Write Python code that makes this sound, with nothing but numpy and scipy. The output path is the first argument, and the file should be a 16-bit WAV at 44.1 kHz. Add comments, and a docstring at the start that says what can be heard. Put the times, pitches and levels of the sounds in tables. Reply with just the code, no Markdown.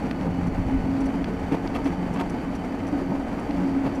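"""A cracked asphalt car park, heard from the seat of a cruising electric mobility scooter.
Wind brushes the microphone, and the tyres roll on grit and shake the hollow plastic body.
A loose metal part jingles, small stones snap under the wheels and loose panels knock.
Cracks jolt the frame with thuds and clatter. Through it all the motor hums and its gears whine faintly."""
import sys
import numpy as np
from scipy import signal
from scipy.fft import rfft, irfft
from scipy.io import wavfile

SR = 44100
rng = np.random.default_rng(int(sys.argv[2]) if len(sys.argv) > 2 else 0)


def int16_out(signal):
    """Quantize to a 16-bit WAV file."""
    q = np.round(np.clip(np.atleast_2d(signal).T, -1, 1) * 32767)
    wavfile.write(sys.argv[1], SR, q.astype(np.int16))


N = 176400
T = np.arange(N) / SR

# How strong the wind's rumble is: (time [s], level [dB])
WIND_LEVELS = [(0, -39), (.65, -30), (1.3, -36), (4, -40)]
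# The wind's colour, meaning its mix of low and high sound: (frequency [Hz], relative level [dB])
WIND_COLOUR = [(15, -9.5), (55, 2.5), (120, -2.5), (200, -19.5), (3000, -100)]
# Heavier puffs of air: (time [s], level [dB])
WIND_PUFFS = [(.595, -19.5), (.675, -23), (.775, -26), (.845, -22)]
# Colour of the tyre roar: (frequency [Hz], relative level [dB])
TYRE_COLOUR = [(60, -8.5), (140, -9), (230, -0.5), (320, -1), (400, -7), (550, -6.5), (850, -6.5),
               (1050, -14), (1450, -18.5), (2200, -20), (2700, -26.5), (3600, -35), (5000, -40),
               (7000, -41), (13000, -51.5), (16000, -61)]
# Notes of the hollow panels drummed by the road: (pitch [Hz], width [Hz], level [dB])
PANEL_NOTES = [(224.7, 42, -39.5), (238, 33, -38.5), (288, 18.6, -38), (336, 26, -43.5), (4510, 180, -65.5),
               (5770, 230, -69)]
# Jingles of the loose metal part: (time [s], relative level [dB])
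JINGLE_HITS = [(0.47, -50.5), (1.005, -49), (1.058, -47.5), (1.525, -54), (1.844, -47), (1.876, -51),
               (2.1384, -47.5), (2.298, -46), (2.552, -48.5), (2.87, -47.5), (3.396, -50), (3.951, -50)]
# Notes of that part: (pitch [Hz], relative level [dB], time to fade by 60 dB [s])
METAL_NOTES = [(5830, -5, 0.036), (5980, 0.5, 0.021), (7530, -2.5, 0.01), (8740, -4, 0.013),
               (9900, -8.5, 0.026), (10500, -7, 0.015)]
# Stones snapping under a tyre: (time [s], relative level [dB], pitch [Hz])
STONE_SNAPS = [(0.1095, -27.5, 4200), (.209, -36, 3000), (1.2416, -29, 4400), (1.673, -31.5, 4750),
               (3.507, -34.5, 4300), (3.862, -41.5, 4400)]
# Colour of a snap: (frequency [Hz], relative level [dB])
STONE_COLOUR = [(700, -28), (1500, 6), (2800, 2), (4300, -2.5), (5500, -5), (7000, -22), (10000, -21.5),
                (16000, -42)]
# Notes of the plastic body when struck: (pitch [Hz], width [Hz], relative level [dB])
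PLASTIC_NOTES = [(366, 27, 4.5), (703, 15, -7), (908.6, 18.4, -5), (1243, 57, -7), (2330, 50, -15),
                 (2690, 77, -8.5), (3395, 74, -16.5)]
# Knocks on the body: (time [s], relative level [dB], pitch the knock favours [Hz])
BODY_KNOCKS = [(1.529, -26, 1300), (1.751, -22.5, 3200), (1.757, -21, 1400), (1.762, -27, 2700),
               (1.787, -26, 1100), (2.169, -25, 700), (2.194, -20.5, 900), (2.199, -30, 3000),
               (2.207, -26, 750), (2.218, -25.5, 1010), (3.015, -26, 420), (3.111, -23.5, 475),
               (3.863, -26, 475)]
# Jolts over cracks: (peak time [s], half length [s], thud [dB], relative clatter [dB], boom [dB])
CRACK_JOLTS = [(0.27, 0.018, -28.5, -59, -34), (1.524, 0.0069, -24, -38.5, -20),
               (1.547, 0.009, -25.5, -37, -41), (1.759, 0.012, -31, -34, -24.5),
               (1.867, 0.011, -29.5, -37, -19), (2.169, 0.01, -30, -39.5, -38),
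               (2.207, 0.012, -38, -35.5, -38), (2.938, .007, -31, -60, -16), (3.118, 0.013, -24, -59, -25),
               (3.502, 0.0048, -33, -56, -16.5), (3.869, 0.016, -24, -39.5, -34)]
# Colour of a jolt's dull thud: (frequency [Hz], relative level [dB])
THUD_COLOUR = [(80, -7), (200, 14), (330, 5.5), (480, 4.5), (900, 0.5), (1300, -21), (6000, -51)]
# Colour of the plastic clatter: (frequency [Hz], relative level [dB])
CLATTER_COLOUR = [(400, -24), (1000, 8), (2200, 0), (3400, -9.5), (5000, -15.5), (13000, -36), (16000, -48)]
# Colour of crunching grit: (frequency [Hz], relative level [dB])
CRUNCH_COLOUR = [(2000, -14), (3600, 1.5), (6000, -9.5), (13000, -13), (16000, -29)]
# How fast the motor turns: (time [s], speed [turns per second])
MOTOR_SPEED = [(0, 87.3), (.5, 87.8), (1.1, 89.2), (1.9, 89.6), (2.6, 89), (3.3, 90.3), (4, 89.5)]
# Whine of the gears and brushes: (pitch [times the motor speed], level [dB], roughness [0-1])
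WHINE_TONES = [(5.02, -46, 0.53), (13.97, -56.5, 0.96), (16.9, -56.5, 0.7), (33.93, -63, 0.9),
               (50.6, -66.5, 0.35), (54.2, -70.5, 0.8)]
# The lower hum, which comes and goes: (time [s], level [dB])
LOW_HUM_LEVELS = [(0, -35.5), (.275, -28), (.51, -32), (1.09, -37), (1.17, -36.5), (1.42, -32.5),
                  (1.65, -39.5), (2.0, -32), (2.29, -28.5), (2.36, -47), (2.5, -35.5), (2.79, -46),
                  (3.11, -33), (3.23, -47), (3.54, -36), (3.6, -29), (3.7, -37), (4, -51)]
# The upper hum, which swells into a firm note: (time [s], level [dB])
HIGH_HUM_LEVELS = [(0, -34), (.34, -39), (.39, -22.5), (.46, -35.5), (.66, -33), (.76, -21), (.82, -49),
                   (0.864, -22), (1.22, -27), (1.28, -36.5), (1.7, -31.5), (2.03, -31), (2.11, -33.5),
                   (2.8, -35.5), (3.14, -26.5), (3.27, -37.5), (3.56, -32.5), (3.64, -25), (3.85, -28),
                   (4, -31.5)]


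def from_db(db):
    """Turn decibels into a number to multiply a sound by."""
    return 10 ** (np.asarray(db) / 20)


def unit_level(x):
    """Scale a signal so that its average strength (rms) is 1."""
    return x / np.sqrt(np.mean(x ** 2) + 1e-20)


def over_time(rows):
    """Join (time [s], value) points with straight lines."""
    return np.interp(T, *np.transpose(rows))


def swell(peak_s, half_s):
    """A bell-shaped rise and fall."""
    return np.exp(-.5 * ((T - peak_s) / half_s) ** 2)


def drift(rate_hz):
    """Smooth random wandering of strength 1; a higher rate wanders faster."""
    step, warm_up = 40, 2000
    keep = np.exp(-2 * np.pi * rate_hz * step / SR)
    noise = rng.standard_normal(N // step + warm_up + 2)
    slow = signal.lfilter([1], [1, -2 * keep, keep * keep], noise)[warm_up:]
    return np.interp(np.arange(N) / step, np.arange(len(slow)), unit_level(slow))


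def coloured(x, colour):
    """Shape an even hiss or crackle with a colour table; the result has strength 1."""
    hz, db = np.transpose(colour)
    all_hz = np.maximum(np.arange(N // 2 + 1) * SR / N, 1)
    gains = from_db(np.interp(np.log(all_hz), np.log(hz), db))
    return unit_level(irfft(rfft(x) * gains, N))


def crackle(per_s, spread_db):
    """Random clicks of uneven size, with strength 1 overall."""
    sizes = from_db(spread_db * np.minimum(rng.exponential(1, N), 4))
    signs = rng.choice([-1, 1], N)
    return unit_level(sizes * signs * (rng.random(N) < per_s / SR))


def ring(x, hz, width_hz):
    """Make each click ring as a fading note; a smaller width rings longer."""
    keep, angle = np.exp(-np.pi * width_hz / SR), 2 * np.pi * hz / SR
    return signal.lfilter([0, np.sin(angle)], [1, -2 * keep * np.cos(angle), keep * keep], x + 1e-18)


def rough_tone(phase, rough, flutter_hz):
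    """A tone between clean (rough = 0) and all flutter (rough = 1)."""
    flutter = drift(flutter_hz) * np.sin(phase) + drift(flutter_hz) * np.cos(phase)
    return np.sqrt(2 * (1 - rough ** 2)) * np.sin(phase) + rough * flutter


def wind():
    """Passing air makes a low rumble, with a few heavier puffs."""
    puff_level = sum(from_db(db) * swell(s, half_s=.012) for s, db in WIND_PUFFS)
    air = coloured(rng.standard_normal(N), WIND_COLOUR)
    puffs = puff_level * unit_level(ring(air, hz=87.5, width_hz=39))
    rumble = from_db(over_time(WIND_LEVELS)) * coloured(rng.standard_normal(N), WIND_COLOUR)
    return rumble + puffs


def tyres(roar_db=-32.5, grit_share=.44):
    """Tread on coarse asphalt makes a grainy roar that flutters with the load and drums the panels."""
    grit = crackle(per_s=1500, spread_db=1.5)
    road = np.sqrt(grit_share) * grit + np.sqrt(1 - grit_share) * rng.standard_normal(N)
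    load = from_db(drift(rate_hz=26) + .5 * drift(rate_hz=1.6))
    panels = sum(from_db(db) * unit_level(ring(rng.standard_normal(N), hz, width))
                 for hz, width, db in PANEL_NOTES)
    return load * (from_db(roar_db) * coloured(road, TYRE_COLOUR) + panels)


def metal_jingles(gain_db=-5, bounces=5, gap_s=.003, bounce_loss_db=1, top_hz=11300):
    """The loose metal part bounces; each touch ticks and rings its notes in a different mix."""
    start_s, db = np.transpose(JINGLE_HITS)
    bounce = np.arange(bounces)
    touch_s = start_s[:, None] + gap_s * bounce * (.5 + rng.random((len(start_s), bounces)))
    touch_db = db[:, None] + gain_db - bounce_loss_db * bounce
    out = np.zeros(N)
    for hz, note_db, fade_s in METAL_NOTES:
        clicks = np.zeros(N)
        uneven_db = rng.normal(0, 2.7, touch_s.shape)
        clicks[(touch_s * SR).astype(int)] = from_db(touch_db + note_db + uneven_db)
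        note = ring(clicks, hz, width_hz=np.log(1000) / (np.pi * fade_s))
        tick = ring(clicks, hz, width_hz=1500)
        out += note + tick
    return signal.sosfilt(signal.butter(8, top_hz, fs=SR, output="sos"), out)


def stone_snaps(gain_db=-2.5, rise_s=.0028, fall_s=.0017):
    """Each stone snaps out from under a tyre in a split second, with a pitch of its own."""
    snap = from_db(-1.5) * coloured(rng.standard_normal(N), STONE_COLOUR)
    hiss = rng.standard_normal(N)
    out = np.zeros(N)
    for start_s, db, hz in STONE_SNAPS:
        rise = np.clip((T - start_s) / rise_s, 0, 1)
        fall = np.exp(-np.maximum(T - start_s - rise_s, 0) / fall_s)
        note = from_db(-8.5) * unit_level(ring(hiss, hz, width_hz=250))
        out += from_db(db + gain_db) * rise * fall * (snap + note)
    return out


def panel_knocks(loss_db_per_octave=10):
    """Loose panels strike the body: soft hits give a hollow knock, hard ones a clank."""
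    hit_s, db, favoured_hz = np.transpose(BODY_KNOCKS)
    out = np.zeros(N)
    for k, (hz, width, note_db) in enumerate(PLASTIC_NOTES):
        octaves_away = np.abs(np.log2(hz / favoured_hz))
        clicks = np.zeros(N)
        clicks[(hit_s * SR).astype(int)] = from_db(db + note_db - loss_db_per_octave * octaves_away)
        out += (-1) ** k * ring(clicks, hz, width)  # every other note swings the opposite way
    return out


def frame_boom(peak_s, hz=285.2, rise_s=.0091, fall_s=.012):
    """The frame starts to shake as a wheel climbs the edge of a crack, then settles."""
    level = np.where(T < peak_s, swell(peak_s, rise_s), np.exp(-np.abs(T - peak_s) / fall_s))
    return level * np.sin(2 * np.pi * (hz * T + rng.random()))


def jolts(crunch_db=-47, crunch_steepness=2.8):
    """Each crack shakes out a thud, a boom and plastic clatter; the hardest jolts also crunch grit."""
    thud_level = sum(from_db(db) * swell(s, half_s) for s, half_s, db, _, _ in CRACK_JOLTS)
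    clatter_level = sum(from_db(db) * swell(s, half_s) for s, half_s, _, db, _ in CRACK_JOLTS)
    crunch_level = from_db(crunch_db) * (clatter_level / clatter_level.max()) ** crunch_steepness
    booms = sum(from_db(db) * frame_boom(s) for s, _, _, _, db in CRACK_JOLTS)
    taps = crackle(per_s=630, spread_db=-3.5) + .37 * rng.standard_normal(N)
    ringing = sum(from_db(db) * unit_level(ring(taps, hz, width)) for hz, width, db in PLASTIC_NOTES)
    thuds = thud_level * coloured(rng.standard_normal(N), THUD_COLOUR)
    clatter = clatter_level * (.92 * coloured(taps, CLATTER_COLOUR) + from_db(-6.5) * ringing)
    crunch = crunch_level * coloured(taps, CRUNCH_COLOUR)
    return thuds + booms + clatter + crunch


def motor_hum(phase, levels, rough, surge_db=2.3):
    """One tone of the turning motor, surging unevenly in loudness."""
    surge = unit_level(from_db(surge_db * drift(rate_hz=22)))
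    return from_db(over_time(levels)) * surge * rough_tone(phase, rough, flutter_hz=20.5)


def motor(wobble=.005, controller_hz=11794):
    """Hum and gear whine follow the motor's speed; the speed controller adds a thin, high tone."""
    turns_per_s = over_time(MOTOR_SPEED) * (1 + wobble * drift(rate_hz=5))
    shaft_angle = 2 * np.pi * np.cumsum(turns_per_s) / SR
    low_hum = motor_hum(2 * shaft_angle, LOW_HUM_LEVELS, rough=.56)
    high_hum = motor_hum(3.03 * shaft_angle, HIGH_HUM_LEVELS, rough=.28)
    whine = sum(from_db(db) * rough_tone(multiple * shaft_angle, rough, flutter_hz=23)
                for multiple, db, rough in WHINE_TONES)
    controller = from_db(-81) * rough_tone(2 * np.pi * controller_hz * T, rough=.4, flutter_hz=20)
    return low_hum + high_hum + whine + controller


def scene():
    """Add all the sounds into one channel, as heard from the seat in open air."""
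    return (motor() + tyres() + jolts() + panel_knocks() + stone_snaps() + metal_jingles() + wind())[None]


def record(dry):
    """Cut away the very highest treble, above 15700 Hz."""
    return signal.sosfilt(signal.ellip(10, .1, 80, 15700, fs=SR, output="sos"), dry)


dry = scene()
out = record(dry)
int16_out(out)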